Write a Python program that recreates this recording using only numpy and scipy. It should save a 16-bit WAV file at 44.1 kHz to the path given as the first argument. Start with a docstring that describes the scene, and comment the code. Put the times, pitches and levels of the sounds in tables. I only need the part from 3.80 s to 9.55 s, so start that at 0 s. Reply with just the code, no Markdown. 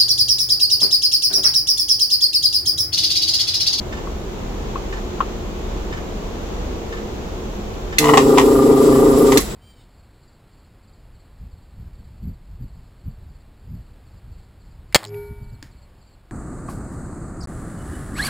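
"""A quiet workshop: a desoldering gun works on a circuit board over ventilation rumble and a faint clock.
After a few light knocks the trigger clicks and the vacuum pump spins up. Solder seals the tip;
the motor slows and throbs under load. Slugs of solder ring the nozzle and spatter, air hisses through,
the trigger snaps back and the motor stops with a knock."""
import sys
import numpy as np
from scipy import signal
from scipy.fft import rfft, irfft
from scipy.io import wavfile
from scipy.ndimage import uniform_filter1d

SR = 44100
rng = np.random.default_rng(int(sys.argv[2]) if len(sys.argv) > 2 else 0)


def unload_wav(signal):
    """Save mono or channel-first audio to the path in sys.argv[1] as 16-bit WAV at rate SR, clipped to [-1, 1]."""
    wavfile.write(
        sys.argv[1],
        SR,
        np.round(np.clip(np.atleast_2d(signal).T, -1, 1) * 32767).astype(np.int16),
    )


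N = 253575
TIME = np.arange(N) / SR
ON_S, SEAL_S, CLEAR_S, OFF_S, VENT_S = 4.186, 4.325, 5.37, 5.582, 5.602


def motor(free_hz=151.24, loaded_hz=137.26, spin_up_s=0.039, coast_s=0.34, stop_db_per_s=950):
    """Speed, gain and load: the motor starts, labours as the vacuum builds, and coasts to a stop."""
    load = rise(SEAL_S, 0.065)
    hz = (free_hz + (loaded_hz - free_hz) * load) * np.exp(-since(OFF_S) / coast_s)
    db = -11 + 0.5 * load - stop_db_per_s * since(OFF_S)
    return hz, amp(db) * (1 - np.exp(-since(ON_S) / spin_up_s)), load


def pump(stroke_hz=27.36, sway=0.028, drag=0.053):
    """Each stroke drags on the motor's speed; pitch and throb waver about five times a second."""
    hz, gain, load = motor()
    stroke = stroke_hz * (TIME - 4.39)
    waver = cycle(stroke / 5 - .69)
    bite = load * (1 + 0.59 * waver + 0.069 * walk(33))
    speed_hz = hz * (1 + sway * load * waver + drag * bite * cycle(stroke - .25) + 0.005 * walk(80))
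    turns = np.cumsum(speed_hz) / SR
    lead_s = np.array([[.0001], [0]])  # hum reaches the left first
    body = housing_hum(turns + hz * lead_s, stroke, load, bite) + side_tones(load, waver)
    valves = pan(1.9) * amp(-16) * valve_chuff(turns, stroke)
    gears = pan(1.7) * amp(13.5) * gear_whine(stroke, waver)
    return gain * (amp(1) * body + valves + gears)


# housing harmonics (order, free level [dB], loaded level [dB], throb depth, lag [strokes], L-R [dB])
HUM_HARMONICS = [(1, -8, -20, 0.73, .45, -4), (2, -2, -5.8, 0.92, 0.48, -2), (3, -6.5, 0, 0.6, 0.94, 2),
                 (4, -27, -14.5, 0.7, 0.76, 7.5)]


def housing_hum(turns, stroke, load, bite):
    """The housing hums at multiples of motor speed and throbs with each stroke."""
    hum = 0
    for order, free_db, loaded_db, depth, lag, pan_db in HUM_HARMONICS:
        db = free_db + load * (loaded_db - free_db) + walk(70)
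        throb = 1 + depth * bite * cycle(stroke - lag)
        hum = hum + pan(pan_db) * amp(db) * throb * cycle(order * turns)
    return hum


# tones around the hum's harmonics (frequency [Hz], level [dB])
SIDE_TONES = [(140, -23), (164, -20), (241, -12.3), (296, -12), (404, -22), (450, -15.5), (506, -16.5),
              (538, -23)]


def side_tones(load, waver, bend=.016, free_db=-0.5):
    """Side tones around the motor's hum make it beat and waver."""
    bent_s = TIME + bend * np.cumsum(load * waver) / SR
    tones = sum(amp(db) * cycle(hz * bent_s + 0.16 * walk(14)) for hz, db in SIDE_TONES)
    return amp(free_db * (1 - load)) * tones


# valve air spectrum (frequency [Hz], density [dB])
VALVE_SPECTRUM = [(200, -33), (450, -10), (600, -10), (720, 5.5), (860, 0), (1050, 2.5), (1220, 8.5),
                  (1350, -24), (1600, -15), (2000, -17), (3000, -49)]


def valve_chuff(turns, stroke):
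    """Air chuffs through the valves once a turn."""
    pulses = np.exp(0.48 * cycle(turns)) * (1 + 0.28 * cycle(stroke - .1))
    return unit(pulses) * noise(VALVE_SPECTRUM)


# gear tones (frequency [Hz], level [dB])
GEAR_TONES = [(672.9, -39.5), (737.5, -41.5), (802.1, -38.5), (936.7, -39), (995.9, -40.5), (1206, -35.5),
              (1373, -45.5)]


def gear_whine(stroke, waver):
    """The gears whine, wavering in pitch and pulsing with each stroke."""
    whine = 0
    for hz, db in GEAR_TONES:
        gain = amp(db + 2.3 * walk(25))
        pitch_hz = hz * (1 + 0.0041 * waver + 0.00396 * walk(30))
        whine = whine + gain * cycle(np.cumsum(pitch_hz) / SR)
    return whine * (1 + 0.6 * cycle(stroke - .1))


def airflow(steady_db, rush_db, clear_db, fade_db_per_s):
    """Air gain: a first rush, a steady draw, more as the hole clears, a fade as the vacuum leaks."""
    db = steady_db + rush_db * np.exp(-since(ON_S) / 0.044) + clear_db * rise(CLEAR_S, 0.012)
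    return (TIME >= ON_S) * amp(db - fade_db_per_s * since(OFF_S))


# nozzle air spectra, broad and high (frequency [Hz], density [dB])
HISS_SPECTRUM = [(880, -19), (1500, 3), (1640, -11), (1960, 2), (2140, -5.5), (3840, -2.5), (4370, -4),
                 (5020, -2), (6430, -6.5), (7840, 5.5), (8920, -18), (10900, -9.5), (11800, -20),
                 (13400, -15), (16000, -6.5)]
SIZZLE_SPECTRUM = [(6500, -40), (7800, -11), (9000, -5.5), (10800, 8), (12000, -3), (13500, 4.5),
                   (15800, -12)]


def nozzle_air():
    """Air hisses through the nozzle and puffs out as the pump stops."""
    draw = airflow(steady_db=-32.6, rush_db=3, clear_db=2, fade_db_per_s=55)
    jet = airflow(steady_db=-39.5, rush_db=16, clear_db=3, fade_db_per_s=112)
    puff = amp(-29) * burst(VENT_S, hold_s=0.0089, t60_s=0.078)
    hiss = draw * amp(1.75 * walk(60)) * noise(HISS_SPECTRUM, split_hz=800, corr=0.35)
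    sizzle = (jet + puff) * amp(1.6 * walk(60)) * noise(SIZZLE_SPECTRUM, corr=1)
    return hiss + pan(-1.7) * sizzle


# solder gulps (time [s], level [dB], slug length [s], relative spatter [dB], fall per slug [dB])
SOLDER_GULPS = [(4.227, -21, .0044, -8, 20), (4.242, -11.5, 0.0039, -10, 2), (4.29, -10.5, 0.01, -15.5, 16),
                (4.336, -6.5, 0.0086, -18, 16), (4.373, -4, 0.0074, -7.5, 17),
                (4.575, -13, 0.0055, -9.5, 23), (4.583, -7, 0.0057, -9, 8), (5.52, -19, .009, -3, 16)]
# nozzle resonances (frequency [Hz], level [dB])
NOZZLE_MODES = [(640, -11.5), (829, -1.5), (1030, 2), (1260, -9), (1980, -7), (2900, -12)]
# spatter spectrum (frequency [Hz], density [dB])
SPATTER_SPECTRUM = [(900, -29), (2000, 9.5), (3100, 4), (4000, 1.5), (5000, -2.5), (7500, 0.5), (9000, -19),
                    (11000, -15), (15500, -25)]


def solder_slurp(slugs=4, gap_s=.0138):
    """Each gulp breaks into ever weaker slugs that ring the nozzle and spatter."""
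    lead_turns = np.array([[.16], [0]])
    tube = unit(sum(amp(db) * cycle(hz * TIME + 0.29 * walk(170) + lead_turns)
                    for hz, db in NOZZLE_MODES))
    ring_gain = spatter_gain = 0
    for start_s, db, length_s, spatter_db, fall_db in SOLDER_GULPS:
        for k in range(slugs):
            slug_s, slug_db = start_s + k * gap_s, db - k * fall_db
            ring_gain += amp(slug_db) * burst(slug_s, length_s, t60_s=0.018)
            spatter_gain += amp(slug_db + spatter_db) * burst(slug_s, length_s, t60_s=0.034)
    ring = pan(2.3) * uniform_filter1d(ring_gain, size=30) * tube
    return ring + spatter_gain * noise(SPATTER_SPECTRUM, corr=.15) * amp(3.3 * walk(900))


# trigger press and release (time [s], level [dB], t60 factor)
TRIGGER_BLOWS = [(4.1837, -5, 0.97), (5.5728, -5, 0.41)]
# switch modes (frequency [Hz], level [dB], t60 [s])
SWITCH_MODES = [(1860, -5, 0.03), (2040, 8.5, 0.02), (2670, 2, 0.025), (3530, -5.5, 0.034),
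                (4145, 6, 0.025), (5990, -9, 0.048), (7300, -8, 0.036), (9100, -19, 0.027),
                (12800, -21, 0.027)]


def trigger_clicks():
    """The switch snaps in and out, bouncing once each time."""
    blows = bounced(TRIGGER_BLOWS, gap_s=0.004, bounce_db=-10.5)
    crack = [(800, -12), (2000, -1.5), (7000, 3), (9000, -0.5), (15500, -7.5)]
    return pan(-1.1) * strike(blows, SWITCH_MODES, crack, crack_db=-1.5, crack_t60_s=.043, skew_s=.00031)


# knocks (time [s], level [dB], t60 factor)
KNOCK_BLOWS = [(.273, -20.5, 0.62), (.957, -16.5, 1.26), (1.4045, -4, 0.68), (1.4082, -5.5, 0.4),
               (5.589, -18.5, 1.5)]
# knock modes (frequency [Hz], level [dB], t60 [s])
KNOCK_MODES = [(826, -16.5, .04), (1097, 5, 0.025), (1290, -10.5, 0.049), (2560, -20.5, 0.056),
               (2880, -28, .04), (3270, -26, .03)]


def light_knocks():
    """Light knocks ring briefly; the last is the pump motor stopping."""
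    crack = [(400, -30), (850, -2), (1300, 7), (1700, -15), (3200, -18), (6000, -42), (12000, -70)]
    knocks = strike(KNOCK_BLOWS, KNOCK_MODES, crack, crack_db=-16, crack_t60_s=.071, skew_s=.00008)
    return pan(4.3) * knocks


# room spectra, rumble and thin hiss (frequency [Hz], density [dB])
RUMBLE_SPECTRUM = [(20, -12.5), (30, -5), (40, -6.5), (52, -2), (70, -2.5), (100, -10.5), (140, -12.5),
                   (210, -9), (280, -14), (360, -9.5), (460, -12), (520, -15.5), (1000, -20.5), (1700, -30),
                   (3500, -32), (5000, -38), (7000, -35.5), (8300, -57), (10000, -80)]
ROOM_HISS_SPECTRUM = [(7500, 0), (8300, -8.5), (9000, -17), (10000, -9.5), (12500, -7), (15500, -8.5)]
# ventilation and mains tones (frequency [Hz], level [dB])
FAN_TONES = [(39, -33), (41.5, -36.5), (120, -50), (210, -42.5), (360.3, -42.5), (461, -44.5)]


def ventilation():
    """Ventilation rumbles under a thin hiss and wavering fan and mains tones."""
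    rumble = amp(-28 + .5 * walk(5.93)) * noise(RUMBLE_SPECTRUM, split_hz=560, corr=-0.11, bass_corr=0.9)
    hiss = amp(-56) * noise([(6000, -64)] + ROOM_HISS_SPECTRUM, corr=0.89)
    tones = sum(amp(db + 2.9 * walk(5.15)) * cycle(hz * TIME + 0.13 * walk(5)) for hz, db in FAN_TONES)
    return rumble + hiss + tones


# clock case modes (frequency [Hz], level [dB], t60 [s])
CLOCK_MODES = [(1110, -2, .06), (1785, 7, 0.16), (2450, -5, 0.091), (2980, -3, 0.15), (3650, -6, 0.12),
               (5060, -8, 0.1), (7100, -18.5, .1)]


def wall_clock(first_tick_s=.1245):
    """The clock steps once a second; its escapement drops back a moment later."""
    ticks = [(first_tick_s + second, -34.7, 1) for second in range(N // SR + 1)]
    blows = bounced(ticks, gap_s=.046, bounce_db=-7)
    crack = [(700, -16), (1100, 8), (3600, -7), (7500, -9), (9000, -35), (12000, -53)]
    return strike(blows, CLOCK_MODES, crack, crack_db=-.5, crack_t60_s=.22, skew_s=.00022)


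def reflections(x, wet_db, t60_s):
    """Bench and nearby walls scatter the sound into a short tail."""
    scatter = noise([(100, 4.5), (1000, 0.5), (6000, 1.5), (16000, -8.5)], split_hz=696)
    tail = (scatter * burst(0, 0, t60_s) * (TIME > .004))[:, :SR // 2]
    tail /= np.sqrt(np.sum(tail ** 2, axis=1, keepdims=True))
    return x + amp(wet_db) * signal.fftconvolve(x, tail, axes=1)[:, :N]


def strike(blows, modes, crack_spectrum, crack_db, crack_t60_s, skew_s):
    """Each blow rings the modes, skew_s later on the left, and adds a crack of noise."""
    out, grit, size = np.zeros((2, N)), noise(crack_spectrum, corr=.35), SR // 8
    t = np.arange(size) / SR
    skewed_s = t - np.array([[skew_s], [0]])
    attack = 1 - np.exp(-t / 0.0013)
    for start_s, blow_db, t60_factor in blows:
        ring = sum(amp(db - 60 * t / (t60_s * t60_factor)) * np.sin(2 * np.pi * hz * skewed_s)
                   for hz, db, t60_s in modes)
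        i = int(start_s * SR)
        crack = grit[:, i:i + size] * amp(crack_db - 60 * t / crack_t60_s)
        out[:, i:i + size] += amp(blow_db) * attack * (ring + crack)
    return out


def bounced(blows, gap_s, bounce_db):
    """Each blow plus a weaker second contact."""
    return list(blows) + [(s + gap_s, db + bounce_db, t60_factor) for s, db, t60_factor in blows]


def noise(spectrum, split_hz=900, corr=0, bass_corr=0.31):
    """Stereo noise, rms 1, from (frequency [Hz], density [dB]); L/R correlation shifts at split_hz."""
    f = np.fft.rfftfreq(N, 1 / SR) + 1
    hz, db = np.transpose(spectrum)
    shape = amp(np.interp(np.log(f), np.log(hz), db))
    correlation = np.clip(corr + (bass_corr - corr) / (1 + (f / split_hz) ** 3), -1, 1)
    mid, side = rfft(rng.standard_normal((2, N))) * np.sqrt([1 + correlation, 1 - correlation])
    return unit(irfft(np.array([mid + side, mid - side]) * shape, N))


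def walk(rate_hz):
    """Smooth random drift, rms 1."""
    hold = int(SR / rate_hz)
    steps = np.repeat(rng.standard_normal(N // hold + 1), hold)
    return unit(uniform_filter1d(uniform_filter1d(steps, hold), hold)[:N])


def burst(start_s, hold_s, t60_s):
    """Envelope: jump, hold, decay."""
    return (TIME >= start_s) * amp(-60 * np.clip((TIME - start_s - hold_s) / t60_s, 0, 3))


def rise(middle_s, width_s):
    """Smooth step from 0 to 1."""
    return (1 + np.tanh((TIME - middle_s) / width_s)) / 2


def since(start_s):
    """Seconds after start_s, zero before."""
    return np.maximum(TIME - start_s, 0)


def cycle(turns):
    """Cosine of a phase in turns."""
    return np.cos(2 * np.pi * turns)


def pan(db):
    """Channel gains for an L-R level."""
    return amp(np.array([[db], [-db]]) / 2)


def amp(db):
    """Decibels to gain."""
    return 10 ** (np.asarray(db) / 20)


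def unit(x):
    """Scale to rms 1."""
    return x / np.sqrt(np.mean(x ** 2))


def scene():
    """Gun and knocks with their reflections, over the workshop background."""
    knocks = light_knocks()
    gun = reflections(trigger_clicks() + nozzle_air() + solder_slurp(), wet_db=-9.5, t60_s=0.19)
    gun += reflections(pump(), wet_db=-16, t60_s=0.12)
    return gun + reflections(knocks, wet_db=-18, t60_s=0.12) + ventilation() + wall_clock()


def record(dry, cutoff_hz=15900):
    """The loudest peaks are rounded and the highest treble is cut off."""
    rounded = dry / (1 + dry ** 6) ** (1 / 6)
    return signal.sosfilt(signal.ellip(10, .2, 70, cutoff_hz, fs=SR, output="sos"), rounded)


dry = scene()
out = record(dry)
unload_wav(out)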